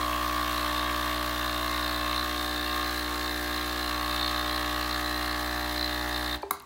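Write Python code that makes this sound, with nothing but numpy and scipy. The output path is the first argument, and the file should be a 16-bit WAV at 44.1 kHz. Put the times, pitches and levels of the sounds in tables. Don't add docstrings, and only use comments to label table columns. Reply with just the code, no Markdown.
import sys
import numpy as np
from scipy import signal
from scipy.io import wavfile

SR = 44100
rng = np.random.default_rng(int(sys.argv[2]) if len(sys.argv) > 2 else 0)


def invert_db(level):
    return 10 ** (np.asarray(level, dtype=float) / 20)


def to_wav(s):
    ch = np.atleast_2d(s).T
    pcm = np.round(np.clip(ch, -1, 1) * 32767)
    wavfile.write(sys.argv[1], SR, pcm.astype(np.int16))


N = 293265
T = np.arange(N) / SR
MAINS_HZ = 60
CYCLE = SR // MAINS_HZ
STOP_S = 6.354
HEATER_ON_S, HEATER_OFF_S, HEATER_TURN_RAD = 2.232, 3.885, 0.95
HUM_DB, HUM_LOADED_DB = -39, -39.5
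HUM_FADE_S, PANEL_FADE_S = 0.039, 0.004
MOUNT_ORDER, COAST_S, COAST_FADE_S = 4, 0.016, 0.02
FRONT_MS, SIDE_MS, FRAME_MS, TRAY_MS = 15.1, 10.7, 12.5, 11.0
FRAME_DB, FRAME_FOLLOWS = -45, 0.68
SIDE_DB, SIDE_FOLLOWS, SIDE_WARMUP_DB, SIDE_WARMUP_S = -39.5, -0.15, -3.5, 0.91
GRILLE_REST_DB, RIM_REST_DB, BOUT_GAIN, FLUTTER_DB = -47.5, -44.5, 1.07, 0.95
WATER_DB, WATER_SAG_DB_PER_S, WATER_FADE_S = -37.5, 0.2, 0.014
CHATTER_MEMORY, HISS_MEMORY = 0.6, 0.18
VALVE_S, VALVE_DB, RELAY_S, RELAY_DB = 6.430, -24, 6.508, -20
CRACK_DB, CRACK_T60_S = -7, 0.013
ROOM_DB, AIR_DB, TOP_HZ = -12, -57, 15800

# multiple of mains, level in dB before the heater, with it on, after it.
CASE_ORDERS = [(1, -0.5, -1, -0.5), (2, -9.5, -10.5, -10), (3, -23.5, -24, -25.5), (4, -11, -10.5, -11.5),
               (5, -2, -1.5, -2), (6, -9.5, -6.5, -8.5), (7, -23.5, -18, -18.5), (8, -18.5, -15, -17.5),
               (9, -17, -17.5, -21.5), (10, -6.5, -7.5, -6.5), (11, -7.5, -18.5, -13),
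               (12, -12, -8.5, -7.5), (13, -13, -10.5, -10), (14, -13.5, -19, -10), (15, -16.5, -19, -19),
               (16, -11.5, -14, -11)]
# multiple of mains, level in dB before the heater, with it on, after it.
FRONT_ORDERS = [(17, -8.5, -25, -21), (18, 0, 0.5, -2.5), (19, 0, -3, -0.5), (20, -2, -1.5, -5.5),
                (21, -14, -9, -4.5), (22, -18.5, -31, -22)]
# multiple of mains, level in dB before the heater, with it on, after it.
SIDE_ORDERS = [(23, -17, -9, -11.5), (24, -9, -15.5, -22), (25, -5, -16, -11), (26, -24, -33, -18),
               (27, -2.5, -1.5, -5), (28, -5.5, -3, -3), (29, -0.5, -1.5, -1.5), (30, -9, -5.5, -4.5),
               (31, -7, -14, -7.5), (32, -8.5, -12, -3), (33, -20, -36, -19), (34, -10, -8, -9.5),
               (35, -11, -12, -14), (36, -21, -30, -32), (37, -21, -32, -18)]
# time in seconds, level in dB.
FRONT_DRIVE = [(0.0, -31.5), (0.03, -31), (1.25, -35.5), (1.8, -35), (1.89, -38.5), (2.07, -33),
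               (2.62, -39), (2.79, -33), (2.95, -38), (3.27, -38.5), (3.31, -46), (3.54, -37.5),
               (3.78, -38.5), (4.1, -34), (5.43, -38), (5.45, -40.5), (6.33, -41.5), (6.35, -40)]
# frequency in Hz, level in dB, T60 in seconds.
FRONT_MODES = [(1103, -1, 0.032), (1176, 6, 0.032), (1350, -7, 0.028), (900, -8, 0.1)]
# frequency in Hz, level in dB, T60 in seconds.
SIDE_MODES = [(1655, -6, 0.068), (1760, 13, 0.049), (1833, 2, 0.068), (1534, 6, 0.051), (2076, -1, 0.031)]
# frequency in Hz, level in dB, T60 in seconds.
FRAME_MODES = [(2234, 1, 0.036), (2479, -5, 0.039), (2660, -2.5, 0.066), (2804, 5.5, 0.02),
               (3030, -4.5, 0.11), (3219, -7.5, 0.075), (3278, 2.5, 0.045)]
# frequency in Hz, level in dB, T60 in seconds.
RIM_MODES = [(4070, 2, .018), (4290, -1, .016), (5090, -17, .025), (4750, -17, .025)]
# frequency in Hz, level in dB, T60 in seconds.
GRILLE_MODES = [(3670, 0, .016), (3760, -5, .014)]
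# centre in seconds, length in seconds, grille and rim in dB over rest.
TRAY_BOUTS = [(0.28, 0.068, 4, 0.5), (0.58, 0.29, 5, 1.8), (0.806, 0.098, 7.5, -1), (1.2, 0.67, 4.7, 4),
              (1.38, 0.16, 2.5, 0), (1.7, 0.15, 1.5, 1.5), (2.02, 0.6, 8, 3.5), (2.18, 0.098, 2, 4.5),
              (2.6, 0.08, 4.5, 1.1), (2.663, 0.57, 4.5, 4), (3.006, 0.08, 2, 7), (3.263, 0.091, 1.1, 3.5),
              (3.46, 0.55, 4.5, 2.5), (3.576, 0.096, 4, 3.5), (3.86, 0.17, 1.7, 4), (4.203, 0.19, 6.5, 4),
              (4.34, 0.57, 5, 4), (4.533, 0.11, -1, 3.5), (4.677, 0.22, 2.6, 1.5), (4.945, 0.066, 1, 6),
              (5.21, 0.65, 2, 5.5), (5.72, 0.073, 3, -1.0), (5.825, 0.13, 1.9, 7), (6.06, 0.72, -0.2, 2),
              (6.15, 0.095, 6, 4.5), (6.328, 0.091, 11.5, 2)]
# frequency in Hz, density in dB per Hz.
WATER_SPECTRUM = [(60, -12), (170, -7), (450, -3), (800, 5), (1100, 9), (1700, 10.5), (2400, 2),
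                  (4000, 2.5), (5500, -2), (7500, -5), (10000, -6.5), (12500, -1.5), (14500, -3.5),
                  (16000, -4)]
# time into the cycle in ms, level in dB.
WATER_SPURT = [(0, -1), (3, -2.5), (5.5, -3.5), (6.5, 3.5), (11, 2), (12.5, 7), (14, 2), (16.6, -1)]
# frequency in Hz, level in dB, T60 in seconds.
VALVE_MODES = [(398, -7, 0.21), (443, -13, 0.093), (940, 6.5, 0.011), (323, -10, .05), (510, -8, 0.031),
               (590, -8, 0.025), (726, -7, 0.061), (827, -8, 0.07), (1260, -7, 0.024), (1610, -19, 0.046),
               (2360, -14, .03)]
# frequency in Hz, level in dB, T60 in seconds.
RELAY_MODES = [(1146, 5, 0.027), (1346, -12, 0.06), (748, -12, 0.071), (400, -18, 0.24), (1074, -9, 0.065),
               (1480, -15, .04), (196, -20, .08), (302, -17.5, 0.12), (1610, -11.5, 0.036),
               (2170, -5, 0.02), (3880, -6, 0.02)]
# frequency in Hz, density in dB per Hz.
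CRACK_SPECTRUM = [(150, 3), (600, 8.5), (1200, 1), (3000, -7.5), (5000, -6), (6200, -14), (8500, -7),
                  (11400, 3.5), (14000, -1), (17000, -16)]
# time in seconds, peak in dB, frequency in Hz, T60 in seconds.
TICKS_AND_DROPS = [(3.082, -34, 2210, .025), (4.128, -22, 1240, 0.027), (4.213, -21, 1124, 0.05),
                   (6.415, -37, 1600, .02), (6.422, -44, 6070, 0.011), (6.421, -29, 9500, .001),
                   (6.421, -32, 13500, .001), (6.429, -42, 13000, .002), (6.431, -52, 9600, .003),
                   (6.428, -37, 11100, .004), (6.426, -31, 4430, 0.0097), (6.481, -52, 6000, .001),
                   (6.487, -54, 13000, .001), (6.569, -44, 5730, .012), (6.585, -40, 1200, .02),
                   (6.599, -26, 10000, .0015), (6.601, -37, 8500, .003), (6.602, -44, 13000, .002),
                   (6.603, -27, 3960, 0.0065), (6.623, -32, 14000, .003), (6.624, -45, 11000, .002)]
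# time in seconds, level in dB, frequency in Hz, T60 in seconds.
COUNTER_BUMPS = [
    (6.435, -47, 72, .2),
    (6.515, -52, 80, .3),
]
# frequency in Hz, T60 in seconds.
ROOM_DECAY = [(200, 0.32), (1000, 0.46), (4000, 0.38), (12000, 0.12)]
# frequency in Hz, density in dB per Hz.
AIR_SPECTRUM = [(40, 0), (80, 4.5), (140, -4.5), (300, -0.5), (600, -12), (1200, -16), (2600, -13),
                (4000, -18), (6500, -18), (15500, -28)]


def hum():
    return orders(CASE_ORDERS, peak_ms=7.9, spread=.9, wander_db=.12, wander_rad=.02, slip_ms=.02,
                  fade_s=HUM_FADE_S)


def orders(table, peak_ms, spread, wander_db, wander_rad, slip_ms, fade_s):
    heater_on = np.clip((T - HEATER_ON_S) / 0.0098, 0, 1)
    heater_off = np.clip((T - HEATER_OFF_S) / 0.011, 0, 1)
    turn_rad = HEATER_TURN_RAD * (heater_on - heater_off)
    moment_s = T - (peak_ms + slip_ms * drift(7.1)) / 1000
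    fade = np.exp(-np.maximum(T - STOP_S, 0) / fade_s)
    coast = np.exp(-np.maximum(T - STOP_S - COAST_S, 0) / COAST_FADE_S)
    middle = round(table[0][0] + table[-1][0]) / 2
    out = 0
    for k, early_db, loaded_db, late_db in table:
        k = round(k)
        settle_s = .012 * k ** 1.4
        mid = np.clip((T - HEATER_ON_S) / settle_s + 0.44, 0, 1)
        late = np.clip((T - HEATER_OFF_S) / settle_s + 0.44, 0, 1)
        level_db = (1 - mid) * (HUM_DB + early_db) + late * (HUM_DB + late_db)
        level_db = level_db + (mid - late) * (HUM_LOADED_DB + loaded_db) + wander_db * k * drift(3.9)
        phase = 2 * np.pi * k * MAINS_HZ * moment_s + spread * (k - middle) ** 2
        phase = phase + np.pi * (k < MOUNT_ORDER) + turn_rad + wander_rad * k * drift(7.5)
        envelope = coast if k < MOUNT_ORDER else fade
        out = out + np.sqrt(2) * invert_db(level_db) * np.cos(phase) * envelope
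    return out


def piston():
    front_db = np.interp(T, *np.transpose(FRONT_DRIVE))
    swing_db = front_db - front_db.mean()
    warmup_db = SIDE_WARMUP_DB * np.clip(1 - T / SIDE_WARMUP_S, 0, 1)
    front_gain = invert_db(front_db - 0.7)
    side_gain = invert_db(SIDE_DB + SIDE_FOLLOWS * swing_db + warmup_db)
    frame_gain = invert_db(FRAME_DB + FRAME_FOLLOWS * swing_db)
    front = orders(FRONT_ORDERS, FRONT_MS, spread=.3, wander_db=.07, wander_rad=.01, slip_ms=.03,
                   fade_s=PANEL_FADE_S)
    side = orders(SIDE_ORDERS, SIDE_MS, spread=.06, wander_db=.05, wander_rad=.012, slip_ms=.025,
                  fade_s=PANEL_FADE_S)
    front_loose = invert_db(-13) * knocks(FRONT_MODES, FRONT_MS - 2, jitter_ms=.15, soft_ms=6, chatter_db=14,
                                    uneven_db=1.2)
    side_loose = invert_db(-11.5) * knocks(SIDE_MODES, SIDE_MS, jitter_ms=.1, soft_ms=5, chatter_db=14,
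                                     uneven_db=1.2)
    frame = knocks(FRAME_MODES, FRAME_MS, jitter_ms=0.052, soft_ms=6, chatter_db=6.5, uneven_db=-2.0)
    steady = front_gain * rms_one(front) + side_gain * rms_one(side)
    loose = front_gain * front_loose + side_gain * side_loose + frame_gain * frame
    return steady, loose


def knocks(modes, at_ms, jitter_ms, soft_ms, chatter_db, uneven_db):
    burst = np.hanning(int(soft_ms * SR / 1000) + 3)
    within = np.arange(len(burst))
    strokes = np.arange(int(STOP_S * MAINS_HZ)) * CYCLE + at_ms * SR / 1000 - len(burst) / 2
    late, strength = rng.standard_normal((len(strokes), 2)).T
    at = (strokes + jitter_ms * SR / 1000 * late).astype(int)[:, None] + within
    out, push = 0, np.zeros(N)
    for hz, level_db, t60_s in modes:
        chatter = alike(rng.standard_normal(at.shape), CHATTER_MEMORY)
        contact = np.cos(2 * np.pi * hz * within / SR) + invert_db(chatter_db) * chatter
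        blow_db = level_db + uneven_db * strength[:, None] + 1.2 * drift(4.6)[at]
        push[at] = burst * contact * invert_db(blow_db)
        out = out + ring(push, hz, t60_s)
    return rms_one(cut(out, 550, "high"))


def tray():
    centre_s, length_s, grille_db, rim_db = np.transpose(TRAY_BOUTS)
    slow_s = T[::64]
    swell = np.exp(-.5 * ((slow_s[:, None] - centre_s) / (.4 * length_s)) ** 2)
    grille_db = np.interp(T, slow_s, swell @ grille_db) * BOUT_GAIN + FLUTTER_DB * drift(5.6)
    rim_db = np.interp(T, slow_s, swell @ rim_db) * BOUT_GAIN + FLUTTER_DB * drift(5.6)
    rim = knocks(RIM_MODES, TRAY_MS, jitter_ms=.13, soft_ms=3, chatter_db=2, uneven_db=1.0)
    grille = knocks(GRILLE_MODES, TRAY_MS + 2.4, jitter_ms=.13, soft_ms=8, chatter_db=3, uneven_db=1.0)
    return invert_db(RIM_REST_DB + rim_db) * rim + invert_db(GRILLE_REST_DB + grille_db) * grille


def water(patchy_db, grain_db):
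    spurt_db = np.interp(T * 1000 % (1000 / MAINS_HZ), *np.transpose(WATER_SPURT))
    pulse_db = spurt_db + grain_db * drift(590) + patchy_db * drift(10.0)
    out = 0
    for hz, band in bands(memory=HISS_MEMORY):
        depth = min(hz / 4000, 1)
        out = out + band * invert_db(at_hz(WATER_SPECTRUM, hz) + patchy_db * drift(5.9) + depth * pulse_db)
    fade = np.exp(-np.maximum(T - STOP_S, 0) / WATER_FADE_S)
    return invert_db(WATER_DB - WATER_SAG_DB_PER_S * T) * rms_one(out) * fade


def shut_down():
    ticks = sum(strike(s - .001, peak_db, [(hz, 0, t60_s)], soft_ms=3, grit=.7)
                for s, peak_db, hz, t60_s in TICKS_AND_DROPS)
    valve = strike(VALVE_S, VALVE_DB, VALVE_MODES, soft_ms=1.8, grit=0.099)
    bumps = sum(strike(s, level_db, [(hz, 0, t60_s)], soft_ms=20, grit=0)
                for s, level_db, hz, t60_s in COUNTER_BUMPS)
    relay = cut(strike(RELAY_S, RELAY_DB, RELAY_MODES, soft_ms=2.9, grit=.1), 152, "high")
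    return cut(valve + ticks, 250, "high") + relay + bumps, crack()


def strike(at_s, level_db, modes, soft_ms, grit):
    out, start = np.zeros(N), round(at_s * SR)
    burst = np.hanning(int(soft_ms * SR / 1000) + 3)
    push = np.zeros(min(N - start, SR // 3))
    for k, (hz, mode_db, t60_s) in enumerate(modes):
        clean = np.cos(2 * np.pi * hz * np.arange(len(burst)) / SR) * 2 / burst.sum()
        rough = rng.standard_normal(len(burst)) / np.sqrt(np.sum(burst ** 2))
        push[:len(burst)] = burst * ((1 - grit) * clean + grit * rough)
        sign = (-1) ** k
        out[start:start + len(push)] += sign * invert_db(level_db + mode_db) * ring(push, hz, t60_s)
    return out


def crack():
    out, start, since_s = np.zeros(N), round(RELAY_S * SR), T[:SR // 10]
    shape = (1 - np.exp(-since_s / 0.0012)) ** 2 * invert_db(-60 * since_s / CRACK_T60_S)
    noise = sum(band * invert_db(at_hz(CRACK_SPECTRUM, hz)) for hz, band in bands(size=len(since_s)))
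    out[start:start + len(since_s)] = invert_db(CRACK_DB) * shape * rms_one(noise)
    return out


def kitchen(x):
    since_s = T[:SR // 2]
    tail = sum(band * invert_db(-60 * since_s / at_hz(ROOM_DECAY, hz)) for hz, band in bands(size=SR // 2))
    tail = tail * np.clip(since_s / 0.019, 0, 1)
    before = 24 * CYCLE
    wet = signal.fftconvolve(np.concatenate([x[:before], x]), tail / np.sqrt(np.sum(tail ** 2)))
    return wet[before:before + N]


def air():
    return invert_db(AIR_DB) * rms_one(sum(band * invert_db(at_hz(AIR_SPECTRUM, hz)) for hz, band in bands()))


def ring(clicks, hz, t60_s):
    r, w = invert_db(-60 / (t60_s * SR)), 2 * np.pi * hz / SR
    return signal.lfilter([0, np.sin(w)], [1, -2 * r * np.cos(w), r * r], clicks + 1e-18)


def bands(size=N, memory=0):
    edges_hz = 40 * 2 ** np.arange(0, 9.1, 1 / 3)
    white = alike(rng.standard_normal((size // CYCLE + 1, 2, CYCLE)), memory)
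    white = white.transpose(1, 0, 2).reshape(2, -1)[:, :size]
    for k, (low, high) in enumerate(zip(edges_hz, edges_hz[1:])):
        sos = signal.butter(2, [low, high], "band", fs=SR, output="sos")
        yield np.sqrt(low * high), signal.sosfilt(sos, white[k % 2])


def alike(rows, memory):
    return signal.lfilter([np.sqrt(1 - memory ** 2)], [1, -memory], rows, axis=0)


def drift(rate_hz):
    r = np.exp(-80 * np.pi * rate_hz / SR)
    slow = signal.lfilter([1], [1, -2 * r, r * r], rng.standard_normal(N // 40 + 2002))[2000:]
    return np.interp(np.arange(N) / 40, np.arange(len(slow)), rms_one(slow))


def at_hz(points, hz):
    point_hz, value = np.transpose(points)
    return np.interp(np.log(hz), np.log(point_hz), value)


def cut(x, hz, kind):
    return signal.sosfilt(signal.ellip(10, .5, 60, hz, kind, fs=SR, output="sos"), x)


def rms_one(x):
    return x / np.sqrt(np.mean(x ** 2) + 1e-20)


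def scene():
    steady, loose = piston()
    rattle = tray()
    pump = loose + water(patchy_db=0.5, grain_db=1.5)
    rings, snap = shut_down()
    near = invert_db(-18) * rattle + invert_db(-17) * steady + invert_db(-14) * rings
    wet = kitchen(invert_db(ROOM_DB) * pump + invert_db(-7) * snap + near)
    dulled = cut(pump + rattle + wet + air(), TOP_HZ, "low")
    return (hum() + steady + rings + snap + dulled)[None]


def top_cut(x):
    return signal.sosfilt(signal.butter(12, 17020, fs=SR, output="sos"), x)


def record(dry):
    return top_cut(dry)


dry = scene()
out = record(dry)
to_wav(out)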